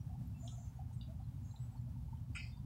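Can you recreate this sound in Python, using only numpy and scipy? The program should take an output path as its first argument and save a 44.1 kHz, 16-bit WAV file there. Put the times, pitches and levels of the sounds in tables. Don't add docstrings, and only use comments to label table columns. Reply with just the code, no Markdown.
import sys
import numpy as np
from scipy import signal
from scipy.io import wavfile
from scipy.ndimage import uniform_filter1d

SR = 44100
rng = np.random.default_rng(int(sys.argv[2]) if len(sys.argv) > 2 else 0)


def materialize(psi):
    bounded = np.clip(np.atleast_2d(psi).T, -1, 1)
    quanta = np.round(bounded * 32767).astype(np.int16)
    wavfile.write(sys.argv[1], SR, quanta)


def volts_from_decibels(level):
    exponent = np.asarray(level, float) / 20
    return 10 ** exponent


N = 116865


def evened(x):
    return x / np.sqrt(np.mean(x ** 2) + 1e-20)


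def add(mix, start_s, sound):
    part = mix[max(round(start_s * SR), 0):][:len(sound)]
    part += sound[:len(part)]


def curve(t, points):
    return np.interp(t, *np.transpose(points))


def resonate(x, hz, width):
    turn = np.exp(2j * np.pi * np.cumsum(hz * np.ones(len(x))) / SR)
    r = np.exp(-np.pi * width / SR)
    return 2 * (turn * signal.lfilter([(1 - r) ** 2], [1, -2 * r, r * r], x / turn)).real


def breeze(shape, db, patchy_db, gust_db):
    frames, hz = N // 512 + 5, np.fft.rfftfreq(2048, 1 / SR)
    a, b, patches = rng.standard_normal((frames, 1025, 3)).T
    patches = uniform_filter1d(patches, size=8, axis=0)
    patches = evened(uniform_filter1d(patches, size=5, axis=1))
    gusts = evened(uniform_filter1d(rng.standard_normal(frames), size=4))
    f, level = np.transpose(shape)
    colour = np.interp(np.log(hz + 1), np.log(f + 1), level, left=-60, right=-60)
    z = (a + 1j * b) * volts_from_decibels(colour[:, None] + patchy_db * patches + gust_db * gusts)
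    noise = signal.istft(z, nperseg=2048, noverlap=1536)[1][:N]
    return volts_from_decibels(db) * evened(noise)


# pitch in Hz, level in dB per Hz.
AIR_COLOUR = [(210, -28), (350, -6.5), (514, -3.5), (843, 0.5), (1160, -6.5), (1820, -13.5), (10100, -20.5),
              (15000, -20.5), (16000, -14)]


def air():
    return breeze(AIR_COLOUR, -72.79, patchy_db=0.36, gust_db=1.03)


# pitch in Hz, width of its waver in Hz, level in dB.
HUM_TONES = [(120.03, 11.9, -52.5), (241.8, 4.9, -68.5), (59.6, 12, -57.5)]


def hum():
    t = np.arange(N) / SR
    out = np.zeros(N)
    for hz, width, db in HUM_TONES:
        clean = np.sin(2 * np.pi * (hz * t + rng.random()))
        waver = evened(resonate(rng.standard_normal(N), hz, width))
        out += volts_from_decibels(db) * (1.25 * clean + 0.41 * waver)
    return out


# start in seconds, level in dB, pitch in Hz.
BUFFET_EVENTS = [
    (.835, -48, 115),
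    (.96, -40.5, 114.5),
    (1.595, -41, 129),
    (2.292, -41.5, 102),
    (2.298, -55, 265),
    (0.829, -64, 278),
]


def buffets():
    turns = 0.94
    out = np.zeros(N)
    for start_s, db, hz in BUFFET_EVENTS:
        u = np.arange(SR // 10) / SR * hz / turns
        add(out, start_s, volts_from_decibels(db) * u * np.exp(1 - u) * np.sin(2 * np.pi * turns * u))
    return out


# pitch in Hz, level in dB per Hz.
RUMBLE_COLOUR = [(20, -22.5), (40, -13), (56, 0.5), (124, 0.5), (172, -9.5), (255, -15), (285, -31),
                 (370, -34), (400, -49), (550, -68)]
# time in seconds, change in dB.
GUST_CURVE = [(0, 2), (.4, 2.5), (.55, -2.5), (.78, -3), (.9, 0), (1.2, -0.5), (1.42, 1.5), (1.569, -6),
              (1.75, 2), (2.1, 1.5), (2.242, 1), (2.301, 4.5), (2.36, -3.5), (2.47, -3), (2.65, 0)]
# middle in seconds, depth in dB, half width in seconds.
WIND_LULLS = [(.37, -2, 0.023), (.6, -6.5, 0.0083), (0.743, -16, 0.0066), (0.785, -15, 0.0075),
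              (0.916, -7, 0.01), (1.056, -4.5, 0.016), (1.331, -10, 0.0066), (1.531, -11, 0.0066),
              (1.569, -9.5, 0.015), (1.733, -6, 0.019), (2.107, -3.5, .01), (2.265, -10, .02),
              (2.553, -25, 0.0059)]


def wind():
    even_s, even_share, gust_hz = 0.068, 0.78, 129.5
    t = np.arange(N) / SR
    rumble = breeze(RUMBLE_COLOUR, -46.5, patchy_db=-0.7, gust_db=1.5) + hum()
    power = uniform_filter1d(rumble ** 2, round(even_s * SR))
    power = uniform_filter1d(power, round(even_s * SR))
    rumble = rumble * (power.mean() / power) ** (even_share / 2)
    low = signal.sosfiltfilt(signal.butter(3, gust_hz, fs=SR, output="sos"), rumble)
    out = low + volts_from_decibels(curve(t, GUST_CURVE)) * (rumble - low)
    lull_db = sum(db * np.exp(-((t - s) / half_s) ** 2) for s, db, half_s in WIND_LULLS)
    return out * volts_from_decibels(lull_db) * np.minimum(t / .006, 1) + buffets()


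def yard(x, wet_db):
    t60_s = 0.21
    t = np.arange(SR // 4) / SR
    tail = rng.standard_normal(len(t)) * volts_from_decibels(-60 * t / t60_s) * (t > .008)
    return x + volts_from_decibels(wet_db) * signal.fftconvolve(x, tail / np.linalg.norm(tail))[:N]


# time in seconds, peak level in dB, pitch in Hz, length in seconds.
DRIP_EVENTS = [(0.093, -56, 739, 0.032), (0.116, -57.5, 741, 0.039), (0.15, -56, 832, 0.021),
               (0.212, -61.5, 587, 0.019), (.21, -64, 715, 0.028), (0.428, -55, 674, 0.03),
               (0.449, -50.5, 690, 0.029), (0.527, -60.5, 720, 0.019), (0.577, -55, 693, 0.027),
               (0.612, -60, 700, 0.019), (0.792, -47.5, 764, 0.019), (0.835, -69, 695, 0.037),
               (0.912, -58, 875, 0.017), (1.078, -55.5, 647, 0.061), (1.129, -65, 597, 0.028),
               (1.2, -55, 775, 0.019), (1.541, -55.5, 868, 0.017), (1.726, -62.5, 803, 0.023),
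               (1.754, -54.5, 870, 0.017), (1.863, -63.5, 627, 0.038), (1.961, -60, 912, 0.02),
               (2.005, -70, 797, 0.018), (2.082, -61.5, 877, 0.024), (2.13, -51, 906, 0.02),
               (2.562, -63.5, 969, 0.041)]


def drips():
    level_db, rise = -3.5, 0.091
    out = np.zeros(N)
    for s, db, hz, length_s in DRIP_EVENTS:
        u = np.arange(0, 1, 1 / (length_s * SR))
        tone = np.sin(2 * np.pi * hz * length_s * (u + rise * (u * u - u)))
        add(out, s - .006, volts_from_decibels(db + level_db) * np.sin(np.pi * u) ** 2.27 * tone)
    return out


def strand(length_s, hz, width, db, clean):
    u = np.arange(0, 1, 1 / (length_s * SR))
    fuzz = evened(resonate(rng.standard_normal(SR // 2), hz, width))[-len(u):]
    tone = clean * np.sqrt(2) * np.sin(2 * np.pi * hz * length_s * u) + (1 - clean) * fuzz
    swell = np.clip(np.minimum(u / .3, (1 - u) / .65), 0, 1)
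    return volts_from_decibels(db) * np.sin(np.pi / 2 * swell) * tone


# start in seconds, length in seconds, pitch in Hz, level in dB.
SQUEAK_EVENTS = [(0.001, 0.024, 5760, -76), (0.272, 0.0099, 12200, -71), (0.344, 0.019, 2670, -72),
                 (0.363, 0.024, 2670, -69), (0.489, 0.086, 1301, -73.5), (1.238, .014, 4130, -75),
                 (1.51, 0.011, 4070, -71), (1.594, 0.1, 7800, -70.5), (1.704, 0.048, 7750, -82),
                 (1.76, 0.036, 4390, -75), (1.809, 0.019, 7230, -73), (2.172, 0.014, 3090, -77),
                 (2.328, 0.02, 4650, -75), (2.508, 0.09, 3610, -72), (2.57, 0.016, 4680, -72),
                 (2.465, .008, 4700, -57.5), (1.026, 0.013, 4680, -66)]


def squeaks():
    out = np.zeros(N)
    for start_s, length_s, hz, db in SQUEAK_EVENTS:
        add(out, start_s, strand(length_s, hz, 60, db, clean=0.69))
    return out


# start in seconds, length in seconds, pitch in Hz,
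# width of its waver in Hz, level in dB.
TWITTER_STRANDS = [(.365, 0.22, 7060, 200, -69), (.47, .26, 7020, 200, -72), (.41, .2, 6330, 170, -70),
                   (.53, .21, 6280, 220, -72), (.43, .1, 8140, 151, -73), (.46, 0.13, 6620, 260, -73),
                   (.44, .28, 7000, 900, -74), (.46, 0.14, 10550, 250, -82), (.47, 0.12, 7900, 250, -77),
                   (.46, .13, 7500, 150, -76), (.56, 0.15, 7450, 90, -76), (.745, .05, 6680, 90, -83),
                   (.55, 0.062, 9100, 250, -84), (.925, 0.02, 6600, 300, -76),
                   (.928, 0.04, 9000, 250, -75.5), (.928, .014, 5800, 200, -78),
                   (.93, .012, 3680, 150, -76), (.927, 0.035, 8200, 900, -75), (.97, 0.034, 7470, 400, -79),
                   (1.415, 0.15, 7200, 219, -78), (1.435, .11, 6520, 60, -75.5),
                   (1.47, 0.027, 8100, 60, -84), (1.472, 0.12, 7500, 60, -80),
                   (1.56, 0.046, 7260, 400, -77.5), (2.34, .08, 3740, 70, -69),
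                   (2.466, .032, 7800, 250, -75)]


def twitter():
    out = np.zeros(N)
    for start_s, length_s, hz, width, db in TWITTER_STRANDS:
        add(out, start_s, strand(length_s, hz, width, db, clean=0.27))
    return out


# start in seconds, level in dB, time to fade by 60 dB in seconds.
TICK_EVENTS = [
    (0.474, -58, 0.22),
    (1.009, -61, 0.26),
    (1.558, -68.5, 0.17),
]
# pitch in Hz, width in Hz, level in dB.
WIRE_PANELS = [
    [(2870, 120, -7), (3170, 170, 0), (3376, 150, 2.5), (3625, 90, 3), (3950, 110, -0.5), (4740, 88, -14.5),
     (5320, 110, -5), (5670, 160, -4)],
    [(2890, 200, 0.5), (3547, 120, 2), (3720, 240, 0.5), (3810, 180, -0.5), (4200, 100, -8),
     (4700, 110, -3.5)],
    [(3000, 150, -18), (3600, 120, -5), (3886, 81, -1), (4060, 150, -2)],
]


def ticks():
    crack_db, crack_s = 7, .0045
    t = np.arange(SR // 3) / SR
    out = np.zeros(N)
    knock = volts_from_decibels(crack_db) * (t / crack_s * np.exp(1 - t / crack_s)) ** 2
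    for (start_s, db, t60_s), panel in zip(TICK_EVENTS, WIRE_PANELS):
        rattle = rng.standard_normal(len(t))
        swell = np.minimum(t / crack_s / 4, 1) * volts_from_decibels(-60 * t / t60_s)
        ring = np.zeros(len(t))
        for hz, width, tone_db in panel:
            tail = swell * evened(resonate(rattle, hz, width))
            ring += volts_from_decibels(tone_db) * (tail + knock * np.sin(2 * np.pi * hz * (t - crack_s)))
        add(out, start_s, volts_from_decibels(db) * ring / np.sqrt(np.mean(ring[:600] ** 2)))
    return out


CALL_S = 2.346


def folds(t, jitter, breath):
    pulse_hz, weak_pulse, flutter_db = 288.8, 0.29, 1.1
    wander = evened(uniform_filter1d(rng.standard_normal(len(t)), size=150))
    turns = np.cumsum(pulse_hz * (1 + jitter * wander)) / SR
    beats = np.diff(np.floor(turns), prepend=0) * (1 - weak_pulse * (np.floor(turns) % 2))
    puffs = (0.45 + np.exp(-(turns % 1) / 0.44)) * rng.standard_normal(len(t))
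    catch = evened(uniform_filter1d(rng.standard_normal(len(t)), size=350))
    return volts_from_decibels(flutter_db * catch) * ((1 - breath) * evened(beats) + breath * evened(puffs))


# pitch in Hz, width in Hz, level in dB,
# time in seconds for its ring in the enclosure to fade by 60 dB.
BARK_TONES = [(1164, 45, -16.5, 0.073), (1430, 210, -3.5, 0.084), (1740, 39, -13.5, 0.23),
              (2067, 110, -2.5, 0.28), (2304, 190, -2, 0.23), (2500, 220, 3, 0.27), (2927, 300, -4.5, 0.21),
              (3140, 220, -13.5, 0.53), (5080, 320, -11.5, 0.25), (6600, 280, -17.5, 0.072),
              (6980, 250, -20, 0.4), (7760, 490, -7.5, 0.037), (8460, 430, -9, 0.041)]
# time in seconds, level in dB.
BARK_LEVEL = [
    (2.35, -4),
    (2.363, 1.5),
    (2.38, 0.5),
    (2.395, -3),
    (2.403, 6.5),
    (2.417, -5.5),
    (2.429, 2),
    (2.445, 2),
    (2.5, -4),
]


def bark():
    rise_s, hold_s, level_db, t60_s = 0.0077, 0.019, -48.5, 0.063
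    t = np.arange(SR // 3) / SR
    out = np.zeros(N)
    drive = folds(t, jitter=.045, breath=.45) * np.minimum(t / rise_s, 1)
    late = np.maximum(t - hold_s, 0)
    voice = np.zeros(len(t))
    for k, (hz, width, db, ring_t60_s) in enumerate(BARK_TONES):
        fade = 0.21 * volts_from_decibels(-60 * late / t60_s) + 1.1 * volts_from_decibels(-60 * late / ring_t60_s)
        voice += (-1) ** k * volts_from_decibels(db) * fade * resonate(drive, hz, width) / np.sqrt(width)
    effort = volts_from_decibels(level_db + curve(t + CALL_S, BARK_LEVEL))
    add(out, CALL_S, effort * voice / np.sqrt(np.mean(voice[:1500] ** 2)))
    return out


# pitch in Hz, width in Hz, level in dB.
RASP_TONES = [(4260, 220, -7), (4680, 210, 2.5), (5070, 350, -2), (5520, 290, -8.5), (2096, 190, -2),
              (2535, 130, -1), (7750, 1100, -13)]
# time in seconds, effort in dB.
RASP_EFFORT = [
    (2.355, -69),
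    (2.38, -64.5),
    (2.403, -61.5),
    (2.415, -63),
    (2.432, -57.5),
    (2.46, -67.5),
    (2.5, -70.5),
    (2.54, -81),
]


def rasp():
    t = np.arange(SR // 3) / SR
    out = np.zeros(N)
    drive = folds(t, jitter=.15, breath=.68)
    voice = np.zeros(len(t))
    for k, (hz, width, db) in enumerate(RASP_TONES):
        voice += (-1) ** k * volts_from_decibels(db) * resonate(drive, hz, width) / np.sqrt(width)
    when, effort_db = np.transpose(RASP_EFFORT)
    effort = volts_from_decibels(np.interp(t + CALL_S, when, effort_db, left=-120, right=-120))
    add(out, CALL_S, effort * evened(voice))
    return out


def scene():
    background = wind() + air()
    animals = squeaks() + twitter() + bark() + rasp()
    mix = background + yard(drips(), wet_db=-5) + ticks() + yard(animals, wet_db=-9)
    return mix[None]


def top_cut(x):
    return signal.sosfilt(signal.butter(12, 16130, fs=SR, output="sos"), x)


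def record(dry):
    x = signal.sosfilt(signal.butter(3, 44, "high", fs=SR, output="sos"), dry)
    treble_limit = signal.firwin(511, 15800, window=("kaiser", 9), fs=SR)
    x = signal.oaconvolve(x, treble_limit[None], "same")
    x = x * np.minimum(np.arange(N)[::-1] / 130, 1)
    return top_cut(x)


dry = scene()
out = record(dry)
materialize(out)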